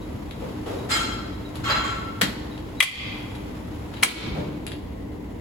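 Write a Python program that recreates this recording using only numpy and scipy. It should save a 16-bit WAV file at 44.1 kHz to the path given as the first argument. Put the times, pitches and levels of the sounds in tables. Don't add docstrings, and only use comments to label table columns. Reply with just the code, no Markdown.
import sys
import numpy as np
from scipy import signal
from scipy.fft import rfft, irfft
from scipy.io import wavfile
from scipy.ndimage import uniform_filter1d, minimum_filter1d

SR = 44100
rng = np.random.default_rng(int(sys.argv[2]) if len(sys.argv) > 2 else 0)


def unload_wav(signal):
    wavfile.write(
        sys.argv[1],
        SR,
        np.round(np.clip(np.atleast_2d(signal).T, -1, 1) * 32767).astype(np.int16),
    )


N = 238316
TIME, FREQS = np.arange(N) / SR, np.fft.rfftfreq(N, 1 / SR)

# t/s, level/dB, rise/s, fade/(dB/s), treble lift/dB, tube ring/dB
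PUSHES = [(.888, -23, 0.019, 108, 0, -7), (1.632, -32, 0.015, 96, 1.5, 1),
          (1.66, -23.5, 0.046, 119, -17, -5.5), (1.83, -37.5, 0.023, 130, 9, -2),
          (2.04, -54, 0.02, 156, -6, 2)]
# t/s, ring/dB, crack/dB
FIRST_CONTACTS = [(2.8033, -21, -7), (2.805, -1, -22), (2.8076, -5, -17), (2.81, -20, -12),
                  (2.8258, -14, -8.5), (2.829, -11.5, -15), (2.835, -37, -11.5)]
SECOND_CONTACTS = [(4.0262, -35, -21), (4.0303, -6.5, -27), (4.0331, -7, -3), (4.0358, -22, -9.5),
                   (4.045, -37, -14), (4.0498, -44, -21)]


def hinge(slips_per_s, grain_db, judder_db, waver, chatter_db, upright_after_s):
    # f/Hz, level/dB
    half_down_rasp = [(200, -21), (700, -5), (1100, 0), (1500, -1), (2200, 0.5), (2600, -5.5), (3300, 0),
                      (3750, -8), (4400, -8), (5400, -11), (8000, -9.5), (10500, -15), (15500, -32)]
    upright_rasp = [(200, -8), (600, 0.5), (950, 3), (1250, -2), (1900, 3.5), (2500, -3), (3400, -3),
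                    (3700, -5), (4200, -7), (4600, -16), (5700, -18), (7200, -11.5), (10500, -28),
                    (15500, -43)]
    # f/Hz, t60/s, half-down level/dB, upright level/dB
    tube_modes = [(1100, .33, -18, 1), (1147, .35, -20, -6), (1295, .35, -4, -9), (1341, .42, 0, 5),
                  (1365, .45, 0, -5), (1482, .4, -13, -8), (1551, .35, -15, -14), (1925, .35, -18, -14),
                  (2035, .4, -10, -14), (2140, .4, -10, -4), (2645, .4, -18, -12), (2800, .35, -10, -9),
                  (3205, .22, -3, -6), (3350, .4, -13, -10), (4050, .18, -11, -9), (4098, .22, -3, -11),
                  (4925, .2, -5, -13), (5340, .35, -15, -26), (6780, .3, -12, -24), (7005, .4, -9, -23),
                  (7510, .22, -10, -25), (7750, .18, -13, -26), (8220, .2, -17, -31)]
    out, t = np.zeros((2, N)), TIME[:SR]
    crowd = sum(ring(hz, .12, t[:SR // 4], 2 * np.pi) for hz in rng.uniform(200, 15500, size=260))
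    for start_s, level_db, rise_s, fade_db_per_s, lift_db, ring_db in PUSHES:
        upright = start_s > upright_after_s
        sizes = amp(grain_db * np.minimum(rng.exponential(1, (2, SR)), 3))
        sizes *= rng.choice([-1, 1], (2, SR))
        slips = evened(sizes * (rng.random((2, SR)) < slips_per_s / SR))
        envelope_db = level_db - fade_db_per_s * np.maximum(t - rise_s, 0) + judder_db * wander(70)
        slips *= np.minimum(t / rise_s, 1) * amp(envelope_db)
        tubes = np.zeros((2, SR))
        load = wander(48)
        for hz, t60_s, half_down_db, upright_db in tube_modes:
            pitch_hz = hz * (1 + waver * np.roll(load, rng.integers(SR)))
            carrier = np.exp(2j * np.pi * np.cumsum(pitch_hz) / SR)
            mode = carrier * signal.lfilter([1], [1, -amp(-60 / (t60_s * SR))], slips / carrier)
            chatter = amp(chatter_db * np.roll(load, rng.integers(SR)))
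            tubes += amp(upright_db if upright else half_down_db) * evened(mode.real * chatter)
        dull = signal.lfilter(*signal.butter(1, 4000, fs=SR), slips)
        shelved = dull + (slips - dull) * amp(lift_db)
        grain = signal.fftconvolve(shelved, crowd / np.linalg.norm(crowd[0]), axes=1)[:, :SR]
        rasp = coloured(0.93 * shelved + 0.62 * grain, upright_rasp if upright else half_down_rasp)
        add(out, start_s, rasp + amp(ring_db) * np.std(slips) * tubes)
    return out


def pivot(roughness, waver, chirp_count, locked_s):
    # t/s, level/dB, length/s, f/Hz
    squeals = [(.778, -48, 0.03, 3850), (.909, -25, 0.026, 4138), (.915, -29, 0.045, 4930),
               (1.043, -34.5, .028, 4150), (1.443, -43, 0.032, 3840), (1.687, -28.5, 0.034, 4870),
               (1.69, -28.5, 0.059, 4075), (2.511, -46, 0.022, 3840), (2.783, -34, 0.036, 3940),
               (3.95, -49, 0.028, 3880)]
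    chirps = [(locked_s * (k + rng.random()) / chirp_count, rng.normal(-52, 1.5), .03, 3865)
              for k in range(chirp_count)]
    out = np.zeros((2, N))
    for start_s, db, length_s, hz in squeals + chirps:
        size = round(length_s * SR)
        pitch_hz = hz * (1 + waver * wander(210)[:size])
        cycles = np.cumsum(pitch_hz) / SR + rng.uniform(0, 1 / 3, (2, 1))
        flutter = 1 + roughness * wander(150)[:size]
        add(out, start_s, amp(db) * np.hanning(size) * evened(flutter * np.sin(2 * np.pi * cycles)))
    return out


def clack():
    # t/s, level/dB, decay/s
    impacts = [(2.2126, -20.5, 0.0022), (2.2156, -13, 0.0038), (2.2223, -29, 0.0062), (2.232, -23, 0.013),
               (2.246, -43, 0.012)]
    # f/Hz, level/dB
    colour = [(100, -37), (350, -4), (750, -4.5), (1200, -4), (1900, -1), (2400, -7), (4100, -3.5),
              (4900, -11.5), (6300, -14), (9200, -8.5), (12000, -14), (15500, -22)]
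    out = np.zeros((2, N))
    for start_s, db, decay_s in impacts:
        add(out, start_s, amp(db) * crack(decay_s, colour))
    return out


def latch(contacts, modes, rise_s, low_cut_hz):
    # f/Hz, level/dB
    colour = [(150, -23), (500, -6), (1200, -0.5), (3000, 0), (5000, -2.5), (7300, -6), (8400, 7),
              (9500, 7.5), (11500, -2.5), (13500, -3), (15500, -12)]
    out, t = np.zeros((2, N)), TIME[:SR // 6]
    small_plate = signal.butter(3, low_cut_hz, "highpass", fs=SR, output="sos")
    attack = 1 - np.exp(-t / rise_s)
    for start_s, ring_db, crack_db in contacts:
        detune = rng.uniform(.975, 1.025, len(modes))
        body = sum(amp(db) * ring(hz * d, t60_s, t, 0.65) for (hz, db, t60_s), d in zip(modes, detune))
        add(out, start_s, amp(ring_db) * unit_hit(signal.sosfilt(small_plate, body * attack)))
        add(out, start_s, amp(crack_db) * crack(0.004, colour))
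    return out


def latches():
    # f/Hz, level/dB, t60/s
    first_modes = [(1100, -8, 0.028), (2067, -4.5, 0.036), (2150, -14, 0.021), (2317, 3, 0.016),
                   (2420, 1.5, 0.021), (2760, -9.5, 0.03), (3030, -2, 0.018), (3315, -2, 0.02),
                   (3780, -13, 0.022), (4260, -17, 0.023)]
    second_modes = [(1070, -19, 0.024), (1400, -6, 0.013), (1970, -11, 0.016), (2140, 6, 0.018),
                    (2520, 0.5, 0.012), (2960, -10, .02), (3160, -4, .02), (4070, -4.5, .022),
                    (4220, -8, 0.024), (5000, -19, 0.016), (8000, -9, 0.018), (8650, 0, 0.023),
                    (10180, -2, 0.016)]
    first = latch(FIRST_CONTACTS, first_modes, rise_s=0.0012, low_cut_hz=1450)
    return first + latch(SECOND_CONTACTS, second_modes, rise_s=0.0002, low_cut_hz=930)


def rails():
    # f/Hz, level/dB
    colour = [(300, -25), (1650, -18.5), (2000, 1.5), (2500, -3), (3300, -1), (3800, -2.5), (4700, -8),
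              (5400, -22), (8000, -11), (15500, -35)]
    out = np.zeros((2, N))
    for start_s, ring_db, _ in FIRST_CONTACTS + SECOND_CONTACTS:
        add(out, start_s, amp(ring_db) * crack(0.0045, colour))
    return out


def ticks():
    # t/s, level/dB, decay/s, treble lift/dB
    clicks = [(.31, -38, 0.0026, 1), (0.663, -43, 0.015, -8), (1.555, -35, 0.0086, 7.5),
              (2.577, -42.5, .004, -5), (3.351, -41.5, 0.0085, 4), (3.938, -39.5, .0066, -7),
              (3.968, -38.5, .015, -15), (4.6663, -30.5, 0.0028, 15), (4.674, -35.5, 0.0051, -13),
              (4.7176, -34, 0.0051, -2)]
    # f/Hz, level/dB
    colour = [(300, 1), (1500, -2), (2300, -0.5), (3300, 2.5), (4400, -1), (5600, -14.5), (8500, -8.5),
              (11000, -5.5), (15500, -44)]
    out = np.zeros((2, N))
    for start_s, db, decay_s, lift_db in clicks:
        add(out, start_s, amp(db) * crack(decay_s, colour, lift_db))
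    return out


def low_sounds():
    # t/s, level/dB, centre/Hz, width/octaves, rise/s, decay/s
    bursts = [(.079, -32, 76, 1, 0.011, 0.087), (.4, -34, 195, 1, 0.046, .1),
              (.406, -34, 532, .2, .012, .05), (.658, -30.5, 365, 0.79, 0.006, 0.31),
              (.72, -41, 129, .5, 0.02, .2), (1.55, -34.5, 109, 0.67, 0.044, 0.22),
              (2.213, -27, 202, 0.87, 0.0094, .07), (3.659, -36.5, 75, 0.37, 0.014, .18),
              (4.02, -27, 264, 0.8, 0.0034, 0.22), (4.219, -33.5, 156, 0.46, 0.076, 0.16),
              (4.345, -29.5, 328, 1, 0.018, 0.1)]
    out = np.zeros((2, N))
    for start_s, db, *shape in bursts:
        add(out, start_s, amp(db) * burst(*shape))
    for start_s, db, *_ in PUSHES:
        add(out, start_s, amp(db - 12) * burst(centre_hz=215, octaves=1.16, rise_s=0.019, decay_s=0.45))
    return out


def jacket(held_db, resting_db, let_go_s, settle_s, grain_db):
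    # t/s, level/dB, decay/s
    swishes = [(.38, -45.5, 0.33), (.65, -38, 0.18), (1.53, -44, 0.2), (3.08, -47, 1), (3.9, -47, 0.36),
               (4.33, -48, 0.03)]
    # f/Hz, level/dB
    colour = [(300, -2.5), (900, 11.5), (1800, 1.5), (3300, -1), (5500, -9), (7500, -12.5), (11000, -11.5),
              (15500, -23)]
    power = amp(np.interp(TIME, [let_go_s, let_go_s + settle_s], [held_db, resting_db]))[None] ** 2
    for start_s, db, decay_s in swishes:
        add(power, start_s, (amp(db) * swell(0.016, decay_s))[None] ** 2)
    clumps = evened(uniform_filter1d(rng.standard_normal(N), 500))
    return noise(amp(read(colour, FREQS))) * np.sqrt(power) * amp(grain_db * clumps)


def ventilation(air_db, hiss_db):
    # f/Hz, level/dB
    colour = [(12, -46), (20, -8.5), (65, 1.5), (92, 0), (114, -9), (195, -3.5), (266, -7.5), (301, -0.5),
              (339, -12.5), (383, -8.5), (851, -21.5), (1030, -20.5), (1760, -71), (2030, -34), (6500, -61),
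              (8450, -70), (14300, -120)]
    # f/Hz, width/Hz, level/dB
    fans = [(55.8, 8.1, -47.5), (113.2, 25, -45), (250, 19, -50), (299.5, 11.3, -45.5), (334, 5.6, -52),
            (494.5, 45, -53), (1980, 450, -59)]
    hum_power = sum((amp(db) * evened(1 / (1 + (2 * (FREQS - hz) / width_hz) ** 2))) ** 2
                    for hz, width_hz, db in fans)
    air = amp(air_db) * noise(amp(read(colour, FREQS)))
    hum = np.sqrt(hum_power.mean()) * noise(np.sqrt(hum_power))
    return air + hum + amp(hiss_db) * noise(FREQS / (FREQS + 4000))


def echoes(x, t60s, onset_s):
    shape = (2, 3 * SR // 2)
    taps = rng.choice([-1., 1.], shape) * (rng.random(shape) < 0.1)
    hz, t, bands = signal.stft(taps, SR, nperseg=256)
    tail = signal.istft(bands * amp(-60 * t / read(t60s, hz)[:, None]), SR, nperseg=256)[1]
    tail *= 1 - np.exp(-(TIME[:tail.shape[1]] / onset_s) ** 2)
    return signal.fftconvolve(x, tail / np.linalg.norm(tail[0]), axes=1)[:, :N]


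def ring(hz, t60_s, t, spread_rad):
    phase = 2 * np.pi * rng.random() + spread_rad * rng.random((2, 1))
    return amp(-60 * t / t60_s) * np.sin(2 * np.pi * hz * t + phase)


def crack(decay_s, colour, lift_db=0, rise_s=0.0001, size=4096):
    t = TIME[:size]
    envelope = (1 - np.exp(-t / rise_s)) * np.exp(-t / decay_s)
    return unit_hit(coloured(rng.standard_normal((2, size)) * envelope, colour, lift_db))


def burst(centre_hz, octaves, rise_s, decay_s):
    hz = np.fft.rfftfreq(SR, 1 / SR) + 1
    band = (1 + (np.log2(hz / centre_hz) / octaves) ** 2 / 2) ** -2
    return swell(rise_s, decay_s) * evened(irfft(rfft(rng.standard_normal((2, SR))) * band, SR))


def swell(rise_s, decay_s):
    t = TIME[:SR]
    shape = (1 - np.exp(-t / rise_s)) ** 2 * np.exp(-t / decay_s)
    return shape / shape.max()


def wander(rate_hz):
    hz = np.fft.rfftfreq(SR, 1 / SR)
    return evened(irfft(rfft(rng.standard_normal(SR)) * np.exp(-(hz / rate_hz) ** 2), SR))


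def noise(gain):
    return evened(irfft(rfft(rng.standard_normal((2, N))) * gain, N))


def coloured(x, colour, lift_db=0, size=2048):
    hz = abs(np.fft.fftfreq(size, 1 / SR))
    treble = hz ** 4 / (hz ** 4 + 6000. ** 4)
    log_gain = np.log(amp(read(colour, hz) + lift_db * treble))
    taps = np.fft.ifft(np.exp(np.conj(signal.hilbert(log_gain)))).real
    return signal.fftconvolve(x, taps[None] / np.linalg.norm(taps), axes=1)[:, :x.shape[1]]


def amp(db):
    return 10 ** (np.asarray(db) / 20)


def evened(x):
    return x / np.sqrt(np.mean(x ** 2) + 1e-20)


def unit_hit(x):
    return x / np.sqrt(np.sum(x ** 2, -1, keepdims=True) / (.005 * SR) + 1e-20)


def read(points, hz):
    f, value = np.transpose(points)
    return np.interp(np.log(hz + 1), np.log(f + 1), value)


def pan(balance):
    return amp(read(balance, FREQS) * np.array([[.5], [-.5]]))


def add(mix, start_s, sound):
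    part = mix[:, round(start_s * SR):][:, :sound.shape[1]]
    part += sound[:, :part.shape[1]]


def limiter(x, ceiling_db, hold_s, recover_db_per_s):
    power_db = 10 * np.log10(abs(uniform_filter1d((x ** 2).mean(0), 300)) + 1e-12)
    over_db = np.maximum(power_db - ceiling_db, 0)
    half = round(hold_s * SR / 2)
    held_db = -minimum_filter1d(-over_db, 2 * half + 1, origin=half)
    ramp_db = TIME * recover_db_per_s
    cut_db = np.maximum.accumulate(held_db + ramp_db) - ramp_db
    return x * amp(-uniform_filter1d(cut_db, 100))


def scene():
    # f/Hz, left minus right/dB
    near_balance = [(200, -20), (700, 0), (2200, 10.5), (3300, 7), (4400, 1), (7000, -7), (16000, -10.5)]
    # f/Hz, t60/s
    hall_t60s = [(150, 1.9), (1200, 1.18), (2800, 1.003), (5000, 0.95), (8000, 0.44), (15000, 0.36)]
    grind = hinge(slips_per_s=2300, grain_db=2.5, judder_db=1.5, waver=0.0052, chatter_db=5,
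                  upright_after_s=1.5)
    grind += pivot(roughness=0.38, waver=0.0049, chirp_count=11, locked_s=2.8)
    snaps, knock, clicks = latches(), clack(), ticks()
    direct = irfft(rfft(snaps + knock + clicks) * pan(near_balance), N) + amp(-2.5) * grind
    to_scatter = amp(-9.5) * snaps + amp(-5.5) * knock + amp(-5) * clicks + amp(-8) * grind
    scatter = echoes(to_scatter, t60s=[(500, 0.084), (3000, 0.23), (12000, 0.07)], onset_s=0.007)
    to_hall = amp(-15.5) * (snaps + rails()) + amp(-12.5) * knock + amp(-10.5) * clicks + amp(-10) * grind
    hall = echoes(to_hall, hall_t60s, onset_s=0.029)
    behind = low_sounds() + jacket(held_db=-47, resting_db=-52, let_go_s=4.14, settle_s=0.64, grain_db=1)
    return direct + scatter + hall + behind + ventilation(air_db=-35, hiss_db=-63)


def record(dry):
    # f/Hz, left-right correlation
    likeness = [(40, 1), (130, 0.93), (300, 0.82), (500, 0), (900, 0.12), (6200, 0), (7100, 1),
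                (8000, 0.83), (8700, 1), (10300, 1), (11400, 1), (12500, 0.97), (13600, 1), (15500, 0.82)]
    # f/Hz, lag/rad
    lag = [(0, 0), (7300, 0), (8600, 3.0), (9600, 3.3), (10900, 6.2), (12100, 6.4), (13100, 9.3),
           (14300, 9.6), (15200, 12.5)]
    # f/Hz, left minus right/dB
    balance = [(50, -2), (130, 0.4), (320, 1.3), (700, 2.4), (1300, 1.5), (2600, 0.7), (5000, -1),
               (14000, -1.7)]
    low_cut_hz, high_cut_hz = 33, 16200
    left, right = rfft(dry) * FREQS ** 4 / (FREQS ** 4 + low_cut_hz ** 4)
    shared = np.clip(read(likeness, FREQS), 0, .985)
    right = (shared * left + np.sqrt(1 - shared ** 2) * right) * np.exp(-1j * read(lag, FREQS))
    ports = irfft(np.array([left, right]) * pan(balance), N)
    limited = limiter(ports, ceiling_db=-10.5, hold_s=0.11, recover_db_per_s=73)
    lowpass = signal.firwin(301, high_cut_hz, window=("kaiser", 9), fs=SR)
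    return signal.oaconvolve(np.clip(limited, -1, 1), lowpass[None], "same")


dry = scene()
out = record(dry)
unload_wav(out)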